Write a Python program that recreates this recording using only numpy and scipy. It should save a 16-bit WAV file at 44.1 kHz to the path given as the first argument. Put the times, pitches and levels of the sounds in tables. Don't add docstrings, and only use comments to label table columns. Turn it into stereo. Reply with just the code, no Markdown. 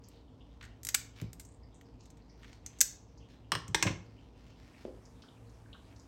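import sys
import numpy as np
from scipy import signal
from scipy.fft import rfft, irfft
from scipy.io import wavfile
from scipy.ndimage import uniform_filter1d

SR = 44100
rng = np.random.default_rng(int(sys.argv[2]) if len(sys.argv) > 2 else 0)


def file_out(sig):
    cols = np.atleast_2d(sig).T
    lim = np.clip(cols, -1, 1)
    pcm = np.round(lim * 32767).astype(np.int16)
    wavfile.write(sys.argv[1], SR, pcm)


N = 268105
BURST_N = 8192
BURST_HZ, BURST_S = np.fft.rfftfreq(BURST_N, 1 / SR), np.arange(BURST_N) / SR
SCENE_HZ, SCENE_S = np.fft.rfftfreq(N, 1 / SR), np.arange(N) / SR

# f/Hz, level/dB
AIR_SPECTRUM = [(18, -43.5), (32, -20.5), (45, -2), (66, -1), (160, -8), (277, -11), (500, -16.5),
                (950, -20.5), (2000, -43.5), (5000, -44), (16000, -61)]
# f/Hz, level/dB
HISS_SPECTRUM = [(200, -7.5), (600, 10.5), (1500, 2.5), (4000, -9), (8000, -7), (11000, -14.5),
                 (16000, -21)]
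# f/Hz, level/dB, Gaussian width/Hz
HUM_BANDS = [(56, -60.5, 6.6), (109.73, -62, 2.9), (264, -66.5, 30), (463, -74, 8.7)]

# t/s, length/s, level/dB
SLIDES = [(0, 0.19, -74.5), (0.595, 0.056, -66.5), (1.146, 0.057, -60), (2.373, 0.18, -68),
          (2.625, .17, -70.5), (3.281, 0.036, -64.5), (4.04, 0.25, -76), (4.348, 0.17, -69.5),
          (4.558, 0.28, -68), (5.85, 0.078, -73)]
# f/Hz, level/dB
RUB_SPECTRUM = [(300, -19), (1000, 3.5), (2200, 7.5), (4000, 3.5), (5800, -0.5), (8000, -9.5), (16000, -16)]
# t/s, level/dB, decay/ms, f/Hz, half-width/oct
SQUELCHES = [(0.037, -35.5, 10, 5560, 0.29), (0.136, -39, 35, 3600, .35), (0.402, -37.5, 13, 3130, 0.21),
             (0.61, -26.5, 3.1, 1940, 1), (0.622, -26.5, 11, 1680, .3), (0.689, -44.5, 31, 2900, 0.099),
             (1.625, -42, 25, 4940, 0.1), (1.739, -38, 18, 7200, 0.27), (1.993, -36, 28, 5200, 0.43),
             (2.285, -38, 30, 5180, 0.22), (3.174, -38.5, 12, 5460, 0.3), (3.195, -38, 38, 2917, .2),
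             (4.16, -39, 35, 2910, 0.12), (4.738, -34, 17, 2220, 0.26), (5.053, -35.5, 5.3, 5740, 0.3),
             (5.282, -34.5, 6, 3330, 0.18), (5.494, -45, 4.2, 6000, 0.22), (5.652, -37, 25, 1625, .15),
             (5.961, -38.5, 3.7, 5000, .4), (5.992, -35.5, 9, 5900, 0.32)]

# f/Hz, level/dB
SKIN_SPECTRUM = [(100, -27.5), (600, -19.5), (1000, -17.5), (1400, -7.5), (2050, -3.5), (2700, -8.5),
                 (4500, -4), (7600, 4), (9200, -2.5), (10500, -5.5), (12300, -3.5), (14000, -7),
                 (15800, -12.5)]
# f/Hz, level/dB, T60/s
STEEL_MODES = [(2060, -3, .13), (5577, -8, .17), (6100, -5, .2), (6455, 2, .3), (7270, 4, .2),
               (8100, -2, .15)]
# t/s, level/dB, decay/ms, body/dB, fizz/dB, blade/dB
CRACKS = [(0.0857, -33.5, 1.6, -21, 0.5, -19), (0.8327, -22.5, 0.4, -1, 4, 3),
          (0.8498, -12.5, 0.99, -4.5, 3.5, -4), (0.869, -11.5, 1.2, 0.5, 2, 1),
          (0.888, -7, 0.72, 4.5, 4, 6), (1.2148, -25, 1, 12, 6, 6), (1.3314, -24.5, 0.7, 1, 3, -2),
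          (1.3968, -21.5, 8.2, 1, 2.5, -5), (1.811, -34.5, 4.4, 22, 5, 9), (2.431, -31.5, 3, 25.5, -21, 6),
          (2.53, -32, 1.7, 16, -16, 3), (2.6626, -16, 0.62, -2, -6, 12.5)]
# first crack t/s, level/dB; break t/s, level/dB; decay/ms, body/dB, fizz/dB, blade/dB
SNAPS = [(0.944, -2.5, 0.9471, 2.5, 1.9, 4, 1, -3.5), (2.8062, 2, 2.8116, 8.5, 0.95, -6.5, 1.5, 4.5)]
# t/s, level/dB, body/dB
CRUMBS = [(0.626, -30, 16), (0.639, -29.5, 19.5), (0.650, -32.5, 13), (1.45, -32, -10), (2.0345, -47, 1.5),
          (2.056, -37.5, 5), (2.1019, -35, 2), (2.1707, -43.5, 8), (2.444, -30, 28), (2.787, -29, -2.5)]

# f/Hz, level/dB
BOARD_SPECTRUM = [(32, -58), (58, -12), (80, 1.5), (98, -3.5), (120, 5), (140, -7), (162, 2), (230, -11),
                  (340, -4.5), (600, -5.5), (2000, -9.5)]
# t/s, level/dB, decay/ms, cutoff/Hz
BUMPS = [(1.220, -7, 8.2, 237.6), (3.853, -5, 12, 599), (3.862, 0, 15, 240)]
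# f/Hz, level/dB
CONTACT_SPECTRUM = [(80, -3), (250, -11.5), (1400, 4), (4400, 2.5), (9000, -10), (11000, -10),
                    (16000, -19.5)]
# f/Hz, level/dB, T60/s
CLATTER_MODES = [(320.5, -4, 0.19), (864, -4.5, .11), (1100, -8, 0.22), (1630, -5.5, 0.2), (2140, -4, 0.1),
                 (2530, -5, 0.15), (3560, -9, 0.12), (5320, -0.5, 0.077)]
# f/Hz, width/Hz, level/dB
TIPS = [(1133, 300, 18.5), (1810, 360, 14.5), (2922, 180, 15.5), (3250, 180, 12.5), (4100, 110, 10.5),
        (5300, 520, 8.5), (8640, 620, 4.5)]
PIVOT = [(374, 74, 17), (905, 150, 15.7), (1800, 250, 15.2), (2120, 120, 16), (2470, 84, 15),
         (3550, 580, 11.6), (5770, 630, 9.9), (8000, 2000, 3)]
HANDLES = [(400, 43, 8.2), (1040, 150, 12.3), (1700, 140, 8.9), (2150, 140, 14.3), (2580, 450, 10.2),
           (5450, 120, 9.9), (6060, 540, 9.2), (7360, 1800, 4)]
# t/s, part, level/dB, decay/ms, treble/dB, ring/dB, push/dB
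LANDINGS = [(3.5190, TIPS, 0.5, 1.15, 3, -20, -9.5), (3.5512, TIPS, -6, 1.7, 0.5, -18, -14),
            (3.6794, HANDLES, -25, 2.5, 13, -13, -10.5), (3.7457, PIVOT, 3, 3.6, 0.5, -13, -13),
            (3.8256, HANDLES, 2.5, 4.2, 2, -13.5, -10.5), (3.8670, HANDLES, -4, 12, -12.5, -10.5, -16),
            (3.911, HANDLES, -20.5, 4.5, -16, -18, -16)]
# t/s, level/dB, f/Hz, half-width/oct
PLACINGS = [(5.221, -32, 3900, 0.51), (5.729, -27.5, 3340, 0.27)]

# f/Hz, T60/s
ROOM_T60_S = [(100, 0.34), (500, 0.46), (2000, 0.38), (6500, 0.35), (10000, 0.2), (16000, 0.25)]
# f/Hz, coherence
COHERENCE = [(50, 0.92), (150, 1), (350, 0.48), (700, .4), (3000, 1)]
# f/Hz, left minus right/dB
BALANCE_DB = [(30, 1.5), (150, 2.5), (300, 0.3), (1200, 2.5), (2500, 0.54)]
# f/Hz, level/dB
NEAR_SIDE_DB = [(100, -16.5), (600, -6), (1300, -7), (2400, -16), (8000, -19)]
# f/Hz, level re mid/dB
WIDE_SIDE_DB = [(100, -32), (300, -3.5), (600, 1), (8000, -1), (13000, -2)]


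def amp(db):
    return 10 ** (np.asarray(db) / 20)


def unit_energy(x):
    return x / np.sqrt(np.sum(x ** 2) + 1e-20)


def unit_rms(x):
    return x / np.sqrt(np.mean(x ** 2) + 1e-20)


def lookup(table, hz):
    table_hz, value = np.transpose(table)
    return np.interp(np.log(hz + 1), np.log(table_hz + 1), value)


def add(mix, start_s, sound):
    part = mix[max(round(start_s * SR), 0):][:len(sound)]
    part += sound[:len(part)]


def shaped(x, spectrum):
    return irfft(rfft(x) * amp(lookup(spectrum, SCENE_HZ)), N)


def diffuse(length):
    coherence = np.clip(lookup(COHERENCE, np.fft.rfftfreq(length, 1 / SR)), 0, 1)
    noise = rfft(rng.standard_normal((2, length)))
    mid, side = noise * np.sqrt([(1 + coherence) / 2, (1 - coherence) / 2])
    return irfft(np.array([mid + side, mid - side]), length)


def fade(tau_ms):
    return np.exp(-BURST_S * 1000 / max(tau_ms, 0.05))


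def burst(envelope, colour_db, smooth_bins):
    spectrum = rfft(rng.standard_normal(BURST_N) * envelope)
    magnitude = np.sqrt(uniform_filter1d(abs(spectrum) ** 2, smooth_bins) + 1e-12)
    log_gain = np.log(amp(np.maximum(colour_db, -80)) / magnitude)
    mirrored = np.r_[log_gain, log_gain[-2:0:-1]]
    log_causal = np.conj(signal.hilbert(mirrored))[:len(BURST_HZ)]
    return unit_energy(irfft(spectrum * np.exp(log_causal), BURST_N))


def ring(modes, spot_db=1.5):
    t = np.arange(SR // 2) / SR
    sound = np.zeros(len(t))
    for hz, db, t60_s in modes:
        gain = amp(db + spot_db * rng.standard_normal())
        sound += gain * amp(-60 * t / t60_s) * np.sin(2 * np.pi * (hz * t + rng.random()))
    return unit_energy(sound)


def room_air(db=-58):
    return amp(db) * unit_rms(shaped(diffuse(N), AIR_SPECTRUM))


def hiss(early_db=-89.5, late_db=-69.5, rise_at_s=4.42, ramp_s=0.32):
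    rise = np.clip((SCENE_S - rise_at_s) / ramp_s, 0, 1)
    return unit_rms(shaped(diffuse(N), HISS_SPECTRUM)) * amp(early_db + (late_db - early_db) * rise)


def appliance_hum():
    out = np.zeros(N)
    for hz, db, width_hz in HUM_BANDS:
        band = np.exp(-0.5 * ((SCENE_HZ - hz) / width_hz) ** 2)
        out += amp(db) * unit_rms(irfft(rfft(rng.standard_normal(N)) * band, N))
    return out


def slide_envelope(attack_s=0.023, release_s=0.02, holding_db=-80):
    power = amp(holding_db) ** 2
    for start_s, length_s, db in SLIDES:
        age_s = SCENE_S - start_s
        stroke = np.clip(age_s / attack_s, 0, 1) * np.exp(-np.maximum(age_s - length_s, 0) / release_s)
        power = power + (amp(db) * stroke) ** 2
    return np.sqrt(power)


def rubbing(grains_per_s=450, spread_db=1.0, smooth_gain=0.77, pocket_db=2.0):
    sizes = amp(spread_db * np.minimum(rng.exponential(1, N), 4))
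    grains = unit_rms(sizes * rng.standard_normal(N) * (rng.random(N) < grains_per_s / SR))
    frames = signal.stft(grains + smooth_gain * rng.standard_normal(N), nperseg=256)[2]
    patch = np.outer(np.hanning(11), np.hanning(35))
    pockets = unit_rms(signal.fftconvolve(rng.standard_normal(frames.shape), patch, "same"))
    slide = signal.istft(frames * amp(pocket_db * np.minimum(pockets, 2)), nperseg=256)[1][:N]
    return unit_rms(shaped(slide, RUB_SPECTRUM)) * slide_envelope()


def squish(decay_ms, hz, half_width_oct, rise_ratio=0.29, flutter_db=5):
    band_db = -10 * np.log10(1 + (np.log2((BURST_HZ + 1) / hz) / half_width_oct) ** 8)
    flutter = amp(flutter_db * unit_rms(uniform_filter1d(rng.standard_normal(BURST_N), size=130)))
    return burst(flutter * fade(decay_ms) * (1 - fade(rise_ratio * decay_ms)), band_db, smooth_bins=40)


def squelches(faint_count=48, faint_per_s=8, faint_db=-45.5, faint_hz=3400, range_oct=0.85):
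    out = np.zeros(N)
    for start_s, db, *shape in SQUELCHES:
        add(out, start_s, amp(db) * squish(*shape))
    for k, (jitter, pitch) in enumerate(rng.random((faint_count, 2))):
        hz = faint_hz * 2 ** (range_oct * (2 * pitch - 1))
        faint = squish(decay_ms=28, hz=hz, half_width_oct=0.16)
        add(out, (k + jitter) / faint_per_s, amp(faint_db) * faint)
    return out


def fracture(db, decay_ms, body_db, fizz_db, blade_db, scatter_db=-20, scatter_ms=10, rise_ms=0.38):
    body = lookup([(3000, 1.0), (6000, 0.018)], BURST_HZ)
    fizz = lookup([(8000, 0.018), (11500, 1.0)], BURST_HZ)
    blade_hz, half_width_hz = 6320, 430
    blade = 1 / (1 + ((BURST_HZ - blade_hz) / half_width_hz) ** 2)
    colour_db = lookup(SKIN_SPECTRUM, BURST_HZ) + body_db * body + fizz_db * fizz + blade_db * blade
    envelope = (fade(decay_ms) + amp(scatter_db) * fade(scatter_ms)) * (1 - fade(rise_ms))
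    sound = amp(-25 + 0.8 * blade_db) * ring(STEEL_MODES)
    add(sound, 0, burst(envelope, colour_db, smooth_bins=200))
    return amp(db) * sound


def cutting(splinters=2, gap_s=0.0029, step_db=-8.5, splinter_body_db=4):
    out = np.zeros(N)
    for start_s, *crack in CRACKS:
        add(out, start_s, fracture(*crack))
    for first_s, first_db, break_s, db, decay_ms, body_db, fizz_db, blade_db in SNAPS:
        add(out, first_s, fracture(first_db, decay_ms, body_db, fizz_db - 3.5, blade_db + 6.5))
        add(out, break_s, fracture(db, decay_ms, body_db, fizz_db, blade_db))
        for k in range(1, splinters + 1):
            splinter = fracture(db + k * step_db, decay_ms, splinter_body_db, fizz_db, blade_db)
            add(out, break_s + k * gap_s, splinter)
    return out


def crackle():
    out = np.zeros(N)
    for start_s, db, body_db in CRUMBS:
        add(out, start_s, fracture(db, decay_ms=6.5, body_db=body_db, fizz_db=-5, blade_db=4))
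    return out


def reopening(open_s=1.215, ring_hz=5394, ring_db=-74, t60_s=0.65, scrape_s=1.39, scrape_db=-31.5):
    out, t = np.zeros(N), np.arange(SR // 2) / SR
    add(out, open_s, amp(ring_db - 60 * t / t60_s) * np.sin(2 * np.pi * ring_hz * t))
    add(out, scrape_s, amp(scrape_db) * squish(decay_ms=100, hz=7800, half_width_oct=0.21))
    return out


def board_push(decay_ms, cutoff_hz):
    softness_db = -10 * np.log10(1 + (BURST_HZ / cutoff_hz) ** 6)
    return burst(fade(decay_ms), lookup(BOARD_SPECTRUM, BURST_HZ) + softness_db, smooth_bins=7)


def thuds(lag_s=0.00508, db_per_oct=31, contacts=3, rebound_s=0.02, rebound_db=-7):
    out = np.zeros(N)
    for start_s, _, db, *_, push_db in LANDINGS:
        cutoff_hz = 385 * 2 ** (db / db_per_oct)
        add(out, start_s + lag_s, amp(push_db) * board_push(decay_ms=20, cutoff_hz=cutoff_hz))
    for start_s, db, decay_ms, cutoff_hz in BUMPS:
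        for k in range(contacts):
            add(out, start_s + k * rebound_s, amp(db + k * rebound_db) * board_push(decay_ms, cutoff_hz))
    return out


def knocks(scatter_db=-18, scatter_ms=10, rise_ms=0.56):
    out = np.zeros(N)
    treble = lookup([(3500, 0), (7000, 1)], BURST_HZ)
    for start_s, part, db, decay_ms, treble_db, ring_db, _ in LANDINGS:
        power = amp(lookup(CONTACT_SPECTRUM, BURST_HZ)) ** 2
        for hz, width_hz, mode_db in part:
            power += (amp(mode_db) / (1 + 2 * ((BURST_HZ - hz) / width_hz) ** 2)) ** 2
        colour_db = 10 * np.log10(power) + treble_db * treble
        contact = (fade(decay_ms) + amp(scatter_db) * fade(scatter_ms)) * (1 - fade(rise_ms))
        add(out, start_s, amp(db) * burst(contact, colour_db, smooth_bins=40))
        add(out, start_s, amp(db + ring_db) * ring(CLATTER_MODES))
    return out


def plate(drop_s=4.851, flop_lag_s=0.027, squash_lag_s=0.012):
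    out = np.zeros(N)
    add(out, drop_s, amp(-35) * squish(decay_ms=2, hz=1350, half_width_oct=1.3))
    add(out, drop_s, amp(-12) * squish(decay_ms=3.8, hz=360, half_width_oct=0.74))
    add(out, drop_s + flop_lag_s, amp(-20) * squish(decay_ms=6.5, hz=360, half_width_oct=0.74))
    for start_s, db, hz, half_width_oct in PLACINGS:
        smack = squish(decay_ms=4.7, hz=hz, half_width_oct=half_width_oct)
        squash = squish(decay_ms=9.8, hz=1320, half_width_oct=0.3)
        add(out, start_s, amp(db) * smack)
        add(out, start_s + squash_lag_s, amp(db - 3.5) * squash)
    return out


def kitchen_reverb(x, build_ms=9):
    hz, t, frames = signal.stft(diffuse(SR * 3 // 4), SR, nperseg=256)
    decay = amp(-60 * t / lookup(ROOM_T60_S, hz)[:, None])
    tail = signal.istft(frames * decay, SR, nperseg=256)[1]
    tail[:, :BURST_N] *= 1 - fade(build_ms)
    return signal.fftconvolve(x[None], np.sqrt(2) * unit_energy(tail), axes=1)[:, :N]


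def near_reflections(x, rise_ms=1.7, decay_ms=3.7):
    echoes = burst(fade(decay_ms) * (1 - fade(rise_ms)) ** 4, colour_db=0, smooth_bins=200)
    side = shaped(signal.fftconvolve(x, echoes)[:N], NEAR_SIDE_DB)
    return np.array([x + side, x - side])


def ports(pair, split_hz=8400, delay_s=0.00028):
    lean_db = lookup(BALANCE_DB, SCENE_HZ) / 2
    phase = -2 * np.pi * delay_s * np.maximum(SCENE_HZ - split_hz, 0)
    return irfft(rfft(pair) * np.array([amp(lean_db) * np.exp(1j * phase), amp(-lean_db)]), N)


def widened(pair, start_s=4.86, ramp_s=0.059, rise_ms=0.25, decay_ms=3.1):
    smear = burst(fade(decay_ms) * (1 - fade(rise_ms)) ** 4, colour_db=0, smooth_bins=40)
    opening = np.clip((SCENE_S - start_s) / ramp_s, 0, 1)
    side = opening * shaped(signal.fftconvolve(pair.mean(0), smear)[:N], WIDE_SIDE_DB)
    return pair + np.array([side, -side])


def scene():
    cuts, knock, thud = cutting() + crackle() + reopening(), knocks(), thuds()
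    soft = squelches() + plate() + rubbing()
    room = kitchen_reverb(amp(-14.5) * cuts + amp(-11.5) * knock + amp(-8.5) * thud + amp(-5) * soft)
    air, fine_hiss, hum = room_air(), hiss(), appliance_hum()
    impacts = near_reflections(cuts + knock + thud)
    return widened(ports(impacts + soft + room + air + hum) + fine_hiss)


def record(dry):
    lowpass = signal.firwin(255, 16400, window=("kaiser", 8), fs=SR)
    return signal.oaconvolve(dry, lowpass[None], "same")


dry = scene()
out = record(dry)
file_out(out)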